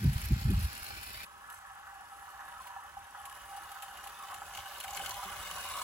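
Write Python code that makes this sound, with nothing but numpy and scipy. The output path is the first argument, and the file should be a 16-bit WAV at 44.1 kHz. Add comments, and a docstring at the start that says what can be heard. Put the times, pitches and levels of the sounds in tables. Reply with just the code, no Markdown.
"""A model steam locomotive and its wagons on a garden railway, heard through a microphone pair.
Close by at first, the wheels rasp, sizzle and tick over joints while a gust buffets the microphones.
A flange squeals, and at 1.25 s the view cuts to the train far off, approaching through the garden.
The track shakes the hollow body and the wagons; on rough stretches wheels scrape and loose parts rattle.
The rolling grows as the train nears, couplings knock, and the wagons clank together as it arrives."""
import sys
import numpy as np
from scipy import signal
from scipy.fft import rfft, irfft, next_fast_len
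from scipy.io import wavfile
from scipy.ndimage import uniform_filter1d

SR = 44100
rng = np.random.default_rng(int(sys.argv[2]) if len(sys.argv) > 2 else 0)


def put_to_file(sound):
    """Save the sound as 16-bit audio at rate SR, in the file named by the first command-line argument."""
    columns = np.atleast_2d(sound).T  # one column per channel
    safe = np.clip(columns, -1, 1)
    whole_steps = np.round(safe * 32767)
    wavfile.write(sys.argv[1], SR, whole_steps.astype(np.int16))


N = 257103
TIME = np.arange(N) / SR
SIZE = 2 * next_fast_len(N // 2 + 8192)
HZ = np.fft.rfftfreq(SIZE, 1 / SR)
CUT_S, FADE_S = 1.248, 0.0037  # from the close position to the distant one
DIRECT_ONLY = np.array([[1], [0]])  # sound reaches the pair as two rows: direct, diffuse

# spectra of the garden, wind on the microphones, wheel noise and joint ticks: frequency_hz, level_db
GARDEN_SPECTRUM = [(20, -14), (45, -8), (75, 0.5), (120, -14.5), (200, -10.5), (290, -14), (400, -13.5),
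                   (1000, -10.5), (3000, -10.5), (4500, -18.5), (7000, -17), (16000, -43)]
WIND_SPECTRUM = [(15, -33), (30, -18), (50, 5), (75, 1.5), (120, -7.5), (200, -15), (300, -31.5),
                 (500, -41.5), (1000, -57.5)]
CLOSE_RASP_SPECTRUM = [(100, 1.5), (300, -3), (480, -7), (640, 0), (900, -2), (1700, 4.5), (2600, -1),
                       (3500, 0), (4600, 4), (5500, -4.5), (6500, -5.5), (9000, -7.5)]
CLOSE_SIZZLE_SPECTRUM = [(1500, -43), (4000, -42), (6500, -1), (8000, -0.5), (10300, 11), (11300, 3.5),
                         (12400, 11.5), (14000, 5.5), (16000, -0.5)]
FAR_RASP_SPECTRUM = [(100, -13), (185, 0), (240, -27), (310, -20), (375, -1), (470, -6), (595, 10.5),
                     (660, -1.5), (740, 13), (880, -15), (1500, -10.5), (1900, -11), (2130, 5),
                     (2360, -0.5), (2600, -1), (3500, -0.5), (5000, -1), (6500, -3.5), (9000, -3.5)]
FAR_SIZZLE_SPECTRUM = [(1500, -6), (4500, -24), (6000, -6.5), (6700, -25), (7600, -3.5), (9000, 0.5),
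                       (10800, 0), (12400, -7), (14000, -11), (16000, -17)]
TICK_SPECTRUM = [(400, -36), (1000, -3), (3000, 13), (5000, 2), (8000, 10.5), (11500, 13.5), (14000, 0),
                 (16000, 4)]
# resonances of the locomotive, wagons, wheels and rails: pitch_hz, width_hz, level_db
CAVITY_MODES = [(798.3, 30.6, 2.5)]
BODY_MODES = [(586, 4.1, -6.5), (956, 29, 2.5), (1070, 47, -2.5), (1129, 24, 0.5), (1190, 39, -2),
              (1292, 38, 3.5), (1374, 27, 0), (1450, 22, 1), (1516, 37, 0), (1676, 40, 0.5), (1734, 38, 0),
              (1840, 86, -19), (1902, 60, -6), (2013, 24, -10.5)]
WAGON_MODES = [(990, 31, -4), (1070, 48, 0), (1160, 54, 1), (1274, 26, -6.5), (1543, 27, -1.5)]
WHEEL_MODES = [(1535, 47, 8.5), (2150, 140, 2), (2925, 280, 3), (3086, 42, 3.5), (4150, 49, 5),
               (4540, 130, -1), (6010, 110, 4), (6700, 220, -1), (7280, 75, 3.5)]
CLOSE_RAIL_MODES = [(1520, 70, -1), (1730, 70, -3), (2310, 400, 2.5), (2530, 130, 6), (2980, 260, 0),
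                    (5280, 220, 0.5)]
FAR_RAIL_MODES = [(2110, 79, -7.5), (2600, 150, 0.5), (2900, 78, 6), (3060, 45, 6), (3457, 103, 0),
                  (3757, 61, 0.5), (6150, 22, 2), (6000, 30, -17)]
RAIL_TICK_MODES = [(11140, 77, 13)]
# light air rumbling on the microphones: time_s, level_db
AIR_LEVEL = [(0, -65), (1.24, -55), (1.26, -71), (2.3, -70.5), (2.7, -69), (4.4, -69.5), (4.65, -64.5),
             (5.3, -59.5), (5.83, -67.5)]
# eddies hitting the microphones: centre_s, level_db, half_length_s, pitch_hz
EDDIES = [(0.046, -34, 0.017, 216), (0.052, -36, 0.0083, 242), (0.059, -22.5, 0.017, 126),
          (0.07, -28.5, 0.032, 123), (0.163, -24, 0.0044, 80.5), (0.313, -30, 0.0081, 173),
          (0.321, -40.5, 0.0068, 238), (0.33, -19.5, 0.0065, 79.4), (0.365, -31.5, 0.003, 139.4),
          (0.467, -20.5, 0.0067, 87.7), (0.507, -32, 0.023, 179), (0.513, -39.5, 0.006, 260),
          (0.515, -29, 0.034, 77), (0.589, -29.5, 0.023, 100), (0.644, -27.5, 0.015, 62),
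          (0.821, -46.5, 0.0067, 69.5), (0.936, -51, 0.0091, 65), (0.997, -54, 0.018, 75),
          (1.166, -49, 0.008, 75), (2.984, -63, 0.041, 74.4), (4.608, -57, 0.02, 83),
          (5.119, -59, 0.034, 82), (5.72, -58, 0.023, 75)]
# how alike the two microphones hear the train: frequency_hz, likeness (0-1)
PAIR_LIKENESS = [(60, 0), (200, 0.62), (400, 0.25), (750, 0.99), (1600, 0.7), (2600, 0.5), (4300, 0.23),
                 (6000, 0), (7500, 0.77), (9300, 0.81), (16000, 0.7)]
# phase lag of the left microphone: frequency_hz, close_view_rad, distant_rad, near_rad
LEFT_LAG = [(100, -1.5, -2, 1), (400, 1, 1, 0.5), (880, 2, 1.19, -0.027), (1850, 2, 1.65, -0.043),
            (2600, 0.5, 1, -2), (4040, -4.5, 4.5, -0.6), (3760, -6.5, 3.5, -0.39), (4280, 0.5, -3.5, -0.47),
            (6400, -2, -1, 0.024), (7660, -0.5, -0.44, -0.43)]
# gain given to the right microphone and taken from the left: frequency_hz, lean_db
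RIGHT_LEAN = [(400, -0.19), (850, 1), (1500, 0.3), (3200, -0.59), (5500, 0.66), (9000, 0)]
# a flange squealing on the rail: time_s, pitch_hz, level_db
FLANGE_SQUEAL = [(1.13, 2248, -85), (1.168, 2230, -59), (1.195, 2400, -58), (1.22, 2330, -50),
                 (1.23, 2390, -57), (1.245, 2580, -50), (1.26, 2550, -60)]
# wheels crossing joints and grit: start_s, level_db, relative_ring_db, decay_s, ring_pitch_hz
JOINT_TICKS = [(0.131, -34.5, -16, 0.013, 2600), (0.215, -28.5, -29, 0.0052, 3500),
               (0.2414, -36, -22, 0.006, 3500), (0.442, -35.5, -12, 0.0053, 3000),
               (0.502, -34, -9, 0.01, 3000), (0.625, -33, -26, 0.005, 3000),
               (0.7496, -33.5, -21, 0.0058, 3000), (0.776, -36, -17, 0.0074, 3000),
               (0.863, -38, -0.5, 0.0066, 4200), (0.8853, -39, -20, 0.0087, 3000),
               (1.029, -36, -12, 0.014, 2600), (1.4997, -38, -16, 0.0055, 2000),
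               (2.67, -38.5, -8, 0.0075, 2000), (3.253, -35, -23, 0.01, 2200),
               (3.296, -37, -16, 0.004, 3000), (3.325, -39.5, -22, 0.004, 3000),
               (3.368, -48, -16, 0.0035, 3400), (3.5637, -38.5, -25, 0.0066, 2000),
               (3.716, -38, -12, 0.0082, 2000), (3.822, -33.5, -18, 0.014, 2600),
               (3.971, -41, -6, 0.0079, 3000), (4.0398, -39, -7, 0.016, 3000),
               (4.071, -36, -8, 0.0082, 3000), (4.342, -32.5, -12, 0.0064, 2400),
               (4.534, -40.5, -4, 0.004, 3000), (4.549, -38.5, 3.5, 0.005, 2900),
               (4.573, -27, -11, 0.003, 3030), (4.588, -46, 9, 0.004, 3000), (4.657, -40.5, 0, 0.004, 1550),
               (4.733, -46, -13, 0.003, 1580), (4.783, -43, -2, 0.003, 2970),
               (4.801, -27.5, -18, 0.0059, 3000), (4.8074, -34, 2.5, 0.003, 2920),
               (4.8378, -32, -4, 0.0071, 2900), (4.843, -38, 1, 0.0032, 1700),
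               (4.879, -33.5, -3, 0.004, 2910), (4.906, -36, -6, 0.004, 6000),
               (4.932, -37.5, -1, 0.0036, 6800), (4.947, -34, -2, 0.0023, 6800),
               (4.968, -28.5, -8, 0.0056, 4260), (4.9724, -27.5, -1, 0.00248, 2900),
               (4.9937, -32, -4, 0.004, 2150), (5.0596, -28, -4, 0.004, 4300),
               (5.0617, -28.5, -4, 0.003, 2740), (5.0924, -27.5, -11, 0.004, 4370),
               (5.107, -30.5, -2, 0.00304, 5070), (5.1406, -31, -5, 0.00298, 4200),
               (5.228, -41, -1, 0.003, 4200), (5.286, -41, 2, 0.003, 2200), (5.321, -43, 2, 0.006, 2210),
               (5.455, -39, -9, 0.003, 2200), (5.511, -28.5, -7.5, 0.003, 3400),
               (5.588, -41, -7, 0.003, 3000), (5.6866, -32, -11, 0.005, 1540), (5.704, -38, 0, 0.003, 3800),
               (5.755, -41, -3, 0.003, 3600), (5.816, -38.5, 4, 0.006, 3800)]
# loose wagon parts juddering: start_s, length_s, level_db, pitch_hz, width_hz
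WAGON_RATTLES = [(0.528, 0.019, -54, 940, 70), (2.548, 0.041, -50, 1306, 35), (2.652, 0.13, -50.5, 968, 28),
                 (2.694, 0.19, -57.5, 1268, 22), (3.255, 0.04, -52, 1070, 85), (3.511, 0.12, -58, 1292, 22),
                 (3.721, 0.12, -55, 1290, 28), (4.192, 0.047, -50, 1160, 70), (4.227, 0.01, -46, 1320, 60),
                 (4.295, 0.04, -46, 1125, 60), (5.032, 0.066, -52, 1505, 50), (5.072, 0.064, -49, 1000, 25),
                 (5.15, 0.066, -48.5, 990, 22), (5.26, 0.084, -54, 1522, 25), (5.562, 0.034, -50, 1095, 55),
                 (5.57, 0.03, -47, 1535, 28), (5.695, 0.15, -51.5, 1003, 30), (5.699, 0.093, -50, 1140, 35),
                 (5.734, 0.11, -48, 1273, 32)]
# wagons bumping together: start_s, peak_db, pitch_hz, width_hz
WAGON_CLANKS = [(2.602, -39.5, 1048, 36), (3.6, -64.5, 347, 9), (4.8432, -39, 1450, 130),
                (5.038, -37, 1520, 110), (5.047, -40, 1520, 68), (5.08, -42, 1040, 87),
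                (5.115, -43, 1050, 98), (5.2222, -46, 990, 41), (5.229, -37, 1290, 33),
                (5.252, -51, 189, 12), (5.252, -53.5, 388, 13), (5.511, -35.5, 1130, 58),
                (5.5779, -41, 1053, 42), (5.6527, -36, 1040, 65), (5.7096, -35.5, 1080, 71),
                (5.7225, -37, 1030, 75), (5.741, -35, 1120, 75), (5.7535, -34, 1130, 70),
                (5.7754, -33.5, 1120, 64), (5.8153, -31.5, 1060, 84)]
# couplings and axles knocking: start_s, level_db, relative_rattle_db
COUPLING_KNOCKS = [(0.534, -38, -3), (0.904, -38.5, -2), (2.006, -47, 8), (2.223, -49.5, 12),
                   (2.602, -43, 3), (2.763, -33, -6), (2.968, -31, -15), (3.147, -46, 10),
                   (3.177, -40, -10), (3.524, -41, -5), (3.549, -34, -5), (3.571, -34.5, -2),
                   (3.829, -36.5, -5), (3.881, -38, -5), (3.922, -41.5, -2), (4.062, -36.5, -1),
                   (4.278, -46, -8), (4.417, -32.5, -2), (4.581, -36, -13), (4.659, -34.5, -16),
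                   (4.843, -35, -8), (4.926, -38, -4), (4.998, -30, -9), (5.076, -40, -6), (5.113, -41, 4),
                   (5.226, -34.5, -2), (5.295, -43, -1)]
# rough track scraping the wheels: start_s, length_s, rasp_rise_db, sizzle_rise_db
WHEEL_SCRAPES = [(0.025, 0.04, 1.5, 0), (0.168, 0.049, 1.5, 6), (0.22, 0.046, 2.5, 3.5),
                 (0.35, 0.08, 1.5, -1), (0.59, 0.066, 1, 2), (0.825, 0.084, 1, 3), (1.03, 0.073, -0.5, 5),
                 (1.228, 0.041, 2.5, 7), (1.5, 0.09, 4, 9), (2.1, 0.165, -0.5, 3), (2.39, 0.14, 1, 2),
                 (2.6, 0.093, 3.5, 3.5), (3.24, 0.19, -2, 0.5), (3.445, 0.12, -1, 3),
                 (4.535, 0.074, 3.5, 1.5), (4.96, 0.16, 1.5, 2), (5.15, 0.128, 0, -1.5), (5.48, 0.15, 1, 3),
                 (5.69, 0.24, 0, 3.5)]
# rough track shaking the body: start_s, length_s, boom_rise_db, drone_rise_db
BODY_JOLTS = [(0.45, 0.12, 0, 1.5), (1.495, 0.049, 6.5, 4), (2.39, 0.16, 3, 4), (2.69, 0.17, 3.5, 1.5),
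              (3.14, 0.087, 4.5, 2), (3.51, 0.041, 7, -2.5), (3.69, 0.12, 1, 2.5), (4.29, 0.074, 5.5, 2),
              (4.84, 0.084, 5.5, -1), (4.95, 0.026, -3, 2), (5.03, 0.033, -10, 3.5), (5.3, 0.051, 0, 3.5)]
# the cavity's boom, fading as the locomotive turns side-on: time_s, level_db
BOOM_LEVEL = [(1.3, -64.5), (1.9, -55.5), (3.3, -57), (3.9, -55.5), (4.7, -54.5), (5.12, -52.5), (5.4, -58),
              (5.83, -65)]
# the train's way towards the microphones: time_s, nearness (0-1)
APPROACH = [(1.3, 0), (2.55, 0.23), (3.1, 0.17), (3.3, 0.44), (3.8, 0.49), (4.45, 0.56), (5.05, 0.85),
            (5.4, 0.87), (5.83, 0.98)]


def amp(db):
    """Decibels to gain."""
    return 10 ** (np.asarray(db) / 20)


def unit_rms(x):
    """Scaled to rms 1."""
    return x / np.sqrt(np.mean(x ** 2) + 1e-20)


def read(points, hz=HZ):
    """A table read on a log-frequency axis."""
    f, value = np.transpose(points)
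    return np.interp(np.log(hz + 1), np.log(f + 1), value)


def curves(rows):
    """Each column of a time table, sample by sample."""
    s, *columns = np.transpose(rows)
    return [np.interp(TIME, s, column) for column in columns]


def modes(rows, hz=HZ):
    """Gain of a set of steep-sided resonances."""
    peaks = (amp(db) / (1 + ((hz - pitch) / width) ** 2) for pitch, width, db in rows)
    return np.sqrt(sum(peak ** 2 for peak in peaks))


def ring(x, gain):
    """Passes x through a causal filter shaped like gain, so that blows ring on afterwards."""
    log_gain = np.log(np.maximum(gain / gain.max(), 1e-5))
    response = np.exp(np.conj(signal.hilbert(np.r_[log_gain, log_gain[-2:0:-1]])))  # minimum phase
    return irfft(rfft(x, len(response)) * response[:len(gain)])[..., :x.shape[-1]]


def ping(gain, size):
    """A resonator's answer to one sharp blow, with peak 1."""
    answer = ring(signal.unit_impulse(size), gain)
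    return answer / abs(answer).max()


def chatter(envelope, gain):
    """Noise under an envelope, coloured by a filter that keeps its power."""
    noise = envelope * rng.standard_normal((2, len(envelope)))
    return ring(noise, gain) / np.sqrt(np.mean((gain / gain.max()) ** 2))


def wander(rate_hz):
    """Random drift of rms 1, mostly slower than rate_hz."""
    spectrum = rfft(rng.standard_normal(SIZE)) / (1 + (HZ / rate_hz) ** 4)
    return unit_rms(irfft(spectrum, SIZE)[:N])


def burst(s, decay_s):
    """Envelope of a blow: instant rise, exponential fall."""
    return (TIME >= s) * np.exp(-np.clip((TIME - s) / decay_s, 0, 30))


def swell(s, length_s, attack_s=0.0027, release_s=0.0044):
    """Envelope of attack, hold and release."""
    return np.clip(np.minimum((TIME - s) / attack_s, 1 + (s + length_s - TIME) / release_s), 0, 1)


def rises(rows):
    """Each dB column of a table of rough stretches, sample by sample."""
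    return sum(np.outer(rise_db, swell(s, length_s)) for s, length_s, *rise_db in rows)


def add(mix, s, sound):
    """Mixes a sound in at time s."""
    part = mix[:, round(s * SR):][:, :sound.shape[-1]]
    part += sound[..., :part.shape[-1]]


def garden(level_db=-63.0):
    """The steady hush of the garden all around."""
    return amp(level_db) * unit_rms(ring(rng.standard_normal((2, N)), amp(read(GARDEN_SPECTRUM))))


def wind(gust_db=-33.5, lumpy_db=2.5, eddy_spread=0.52):
    """Light air and one gust rumble on the microphone; short eddies thump at their own pitch."""
    air = amp(curves(AIR_LEVEL)[0])
    gust = amp(gust_db) * swell(0, length_s=0.6, attack_s=0.048, release_s=0.097)
    rumble = ring(rng.standard_normal(N), amp(read(WIND_SPECTRUM)))
    out = unit_rms(rumble * amp(lumpy_db * wander(rate_hz=9))) * (air + gust)
    hz = np.fft.rfftfreq(SR, 1 / SR)
    for s, db, half_s, pitch in EDDIES:
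        low_cut = hz ** 2 / ((pitch / 2) ** 2 + hz ** 2)
        band = low_cut / (1 + ((hz - pitch) / (eddy_spread * pitch)) ** 2) ** 2
        swirl = irfft(rfft(rng.standard_normal(SR)) * band)
        span = abs(TIME - s) < .2
        window = np.exp(-((TIME[span] - s) / half_s) ** 2 / 2)
        eddy = swirl[:len(window)] * window
        out[span] += amp(db) * eddy * np.linalg.norm(window) / np.linalg.norm(eddy)
    return out


def wind_on_pair(side_db=-16.0, small_eddy_hz=170):
    """Large eddies reach both microphones alike; small ones differ between them."""
    side = amp(side_db) * ring(wind(), HZ ** 2 / (HZ ** 2 + small_eddy_hz ** 2))
    return wind() + side * np.array([[1], [-1]])


def drifting_ripple(pair, ripple_db=3.5, onset_hz=1300):
    """Fine peaks and dips drift at random through the rolling noise, deepest in the treble."""
    hz, _, spectra = signal.stft(pair, SR, nperseg=1024, noverlap=768)
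    ripple = rng.standard_normal(spectra.shape[1:])
    ripple = uniform_filter1d(ripple, 3, axis=0)  # across pitch
    ripple = uniform_filter1d(ripple, 28, axis=1)  # across time
    depth_db = ripple_db * hz ** 2 / (hz ** 2 + onset_hz ** 2)
    gain = amp(np.minimum(unit_rms(ripple), 2) * depth_db[:, None])  # peaks are capped, dips are not
    gain /= np.sqrt(np.mean(gain ** 2, axis=1, keepdims=True))
    return signal.istft(spectra * gain, SR, nperseg=1024, noverlap=768)[1][:, :N]


def uneven_bass(pair, edge_hz=560, swell_db=2.2, swell_hz=8):
    """The low end swells and dips irregularly."""
    bass = irfft(rfft(pair, SIZE) / (1 + (HZ / edge_hz) ** 8), SIZE)[:, :N]
    return pair - bass + bass * unit_rms(amp(swell_db * wander(swell_hz)))


def microphones(pair):
    """Direct sound reaches both sides, diffuse sound the right; the lag between them follows the train."""
    hz, t, (direct, diffuse) = signal.stft(pair, SR, nperseg=512, noverlap=384)
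    likeness = np.clip(read(PAIR_LIKENESS, hz), 0, 1)[:, None]
    lag_hz, *lags = np.transpose(LEFT_LAG)
    close, distant, near = (read(np.c_[lag_hz, lag], hz)[:, None] for lag in lags)
    bearing = np.interp(t, *np.transpose(APPROACH)) ** 0.87
    lag = np.where(t < CUT_S, close, distant + (near - distant) * bearing)
    # in the treble the right channel is inverted and leads by ten samples
    treble_lag = (hz > 4400) * (2 * np.pi * hz * 10 / SR - np.pi)
    right = likeness * direct + np.sqrt(1 - likeness ** 2) * diffuse
    right *= np.exp(1j * (lag + treble_lag[:, None]))
    lean = amp(read(RIGHT_LEAN, hz))[:, None]
    return signal.istft(np.array([direct / lean, right * lean]), SR, nperseg=512, noverlap=384)[1][:, :N]


def flange_squeal(waver=0.034, flutter_db=-5.0):
    """A rough, rising whistle as a flange sticks and slips."""
    hz, db = curves(FLANGE_SQUEAL)
    turns = np.cumsum(hz * (1 + waver * wander(rate_hz=265))) / SR
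    level = amp(db + flutter_db * wander(rate_hz=130)) * (TIME > FLANGE_SQUEAL[0][0])
    return np.sqrt(2) * np.sin(2 * np.pi * turns) * level


def joint_ticks(tick_db=-6.5, wheel_db=-3, wheel_decay_s=0.0046, rise_s=0.0013, size=4096):
    """Each joint gives a bright chatter and strikes a metal wheel, whose modes near one pitch ring most."""
    t, hz, out = TIME[:size], np.fft.rfftfreq(2 * size, 1 / SR), np.zeros((2, N))
    bright = amp(read(TICK_SPECTRUM, hz)) + modes(RAIL_TICK_MODES, hz)
    rise = np.minimum(t / rise_s, 1)
    for s, db, ring_db, decay_s, pitch in JOINT_TICKS:
        octaves_away = np.minimum(abs(np.log2((hz + 1) / pitch)), 2)
        wheel = modes(WHEEL_MODES, hz) * amp(-11 * octaves_away)
        tick = amp(tick_db) * chatter(rise * np.exp(-t / decay_s), bright)
        tick += amp(ring_db + wheel_db) * chatter(rise * np.exp(-t / wheel_decay_s), wheel)
        add(out, s, amp(db) * tick)
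        add(out, s + decay_s / 2, amp(db + ring_db) * ping(wheel, size) * DIRECT_ONLY)
    return out


def wagon_rattles(size=16384):
    """A loose wagon part judders for a moment and sings at its own pitch."""
    hz, out = np.fft.rfftfreq(2 * size, 1 / SR), np.zeros((2, N))
    for s, length_s, db, pitch, width in WAGON_RATTLES:
        envelope = swell(0, length_s, release_s=0.0091)[:size]
        song = chatter(envelope, modes([(pitch, width, 0)], hz))
        song *= np.linalg.norm(envelope) / np.linalg.norm(song, axis=1, keepdims=True)
        add(out, s, amp(db) * song)
    return out


def wagon_clanks(size=8192):
    """Each bump rings briefly at the pitch of the part that is struck."""
    hz, out = np.fft.rfftfreq(2 * size, 1 / SR), np.zeros((2, N))
    for s, db, pitch, width in WAGON_CLANKS:
        add(out, s, amp(db) * ping(modes([(pitch, width, 0)], hz), size) * DIRECT_ONLY)
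    return out


def coupling_knocks(boom_db=-5, rattle_db=-6, rattle_s=0.0056, damping=0.96):
    """Each blow sounds the cavity once and leaves the body rattling for a moment."""
    cavity = modes([(pitch, width * damping, db) for pitch, width, db in CAVITY_MODES])
    thud = ping(cavity, N)[:SR // 8]
    blows, shake = np.zeros((2, N))
    for s, db, relative_db in COUPLING_KNOCKS:
        blows[round(s * SR)] = amp(db + boom_db)
        shake += amp(db + relative_db + rattle_db) * burst(s, rattle_s)
    boom = signal.oaconvolve(blows, thud)[:N] * DIRECT_ONLY
    return boom + chatter(shake, modes(BODY_MODES))


def roll(gain, hits_per_s, spread_db, decay_s, smooth, flutter_db):
    """Wheel on rail, coloured by gain: a share of smooth noise, the rest tiny impacts, all fluttering."""
    hits = rng.random(N) < hits_per_s / SR
    strength = amp(spread_db * np.minimum(rng.exponential(1, N), 3))
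    power = signal.lfilter([1], [1, -np.exp(-1 / (decay_s * SR))], hits * strength ** 2)
    envelope = np.sqrt(smooth + (1 - smooth) * power / power.mean())
    contact = rng.standard_normal((2, N)) * envelope * amp(flutter_db * wander(rate_hz=41))
    return unit_rms(ring(contact, gain))


def close_train():
    """Right beside the track, the rasp and sizzle of the wheels cover the ring of the body."""
    rasp_rise, sizzle_rise = rises(WHEEL_SCRAPES)
    _, drone_rise = rises(BODY_JOLTS)
    drone = roll(modes(BODY_MODES) + 1.8 * modes(CAVITY_MODES),
                 hits_per_s=120, spread_db=2, decay_s=0.0015, smooth=0.92, flutter_db=0.98)
    rasp = roll(amp(read(CLOSE_RASP_SPECTRUM)),
                hits_per_s=460, spread_db=0.8, decay_s=0.002, smooth=0.31, flutter_db=0.81)
    rail = roll(modes(CLOSE_RAIL_MODES),
                hits_per_s=200, spread_db=1.1, decay_s=0.0029, smooth=0.89, flutter_db=1.0)
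    sizzle = roll(amp(read(CLOSE_SIZZLE_SPECTRUM)),
                  hits_per_s=210, spread_db=6.2, decay_s=0.0012, smooth=0.37, flutter_db=1.4)
    return (drone * amp(-54 + drone_rise)
            + rasp * amp(-47.5 + rasp_rise)
            + rail * amp(-54 + rasp_rise)
            + sizzle * amp(-53.5 + sizzle_rise))


def approaching_train():
    """From a distance: the track shakes cavity, body and wagons; the rasp grows most as the train nears."""
    nearness, = curves(APPROACH)
    boom_rise, drone_rise = rises(BODY_JOLTS)
    rasp_rise, sizzle_rise = rises(WHEEL_SCRAPES)
    boom = roll(modes(CAVITY_MODES),
                hits_per_s=70, spread_db=1.3, decay_s=0.0026, smooth=0.5, flutter_db=1.1)
    drone = roll(modes(BODY_MODES),
                 hits_per_s=150, spread_db=0.29, decay_s=0.0021, smooth=0.43, flutter_db=0.8)
    wagons = roll(modes(WAGON_MODES),
                  hits_per_s=100, spread_db=0.37, decay_s=0.00035, smooth=0.53, flutter_db=0.13)
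    rasp = roll(amp(read(FAR_RASP_SPECTRUM)),
                hits_per_s=220, spread_db=3.6, decay_s=0.003, smooth=0.45, flutter_db=0.42)
    rail = roll(modes(FAR_RAIL_MODES),
                hits_per_s=110, spread_db=1.7, decay_s=0.00035, smooth=0.55, flutter_db=0.43)
    sizzle = roll(amp(read(FAR_SIZZLE_SPECTRUM)),
                  hits_per_s=330, spread_db=12.4, decay_s=0.003, smooth=0.63, flutter_db=0.62)
    wheels = roll(modes(WHEEL_MODES),
                  hits_per_s=60, spread_db=1.6, decay_s=0.00063, smooth=0.34, flutter_db=0.63)
    rasp_db = -67 + 23 * nearness + rasp_rise
    return (boom * amp(curves(BOOM_LEVEL)[0] + boom_rise)
            + drone * amp(-54 + 4.5 * nearness + drone_rise)
            + wagons * amp(-64 + 14 * nearness)
            + rasp * amp(rasp_db)
            + rail * amp(rasp_db - 5)
            + wheels * amp(rasp_db - 11 + rasp_rise)  # they ring out when scraping
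            + sizzle * amp(-66.5 + 15.5 * nearness + sizzle_rise))


def scene():
    """The close position gives way to the distant one in a quick crossfade, over the garden's hush."""
    far = np.clip((TIME - CUT_S) / FADE_S + .5, 0, 1)
    rolling = drifting_ripple((1 - far) * close_train() + np.sqrt(far) * approaching_train())
    bed = uneven_bass(rolling + garden())
    railway = bed + wagon_rattles() + wagon_clanks() + coupling_knocks() + joint_ticks()
    return microphones(railway) + (1 - far) * flange_squeal() + wind_on_pair()


def record(dry):
    """The recorder cuts off the highest treble."""
    lowpass = signal.firwin(511, cutoff=15850, window=("kaiser", 9), fs=SR)
    return signal.oaconvolve(dry, lowpass[None], "same")


dry = scene()
out = record(dry)
put_to_file(out)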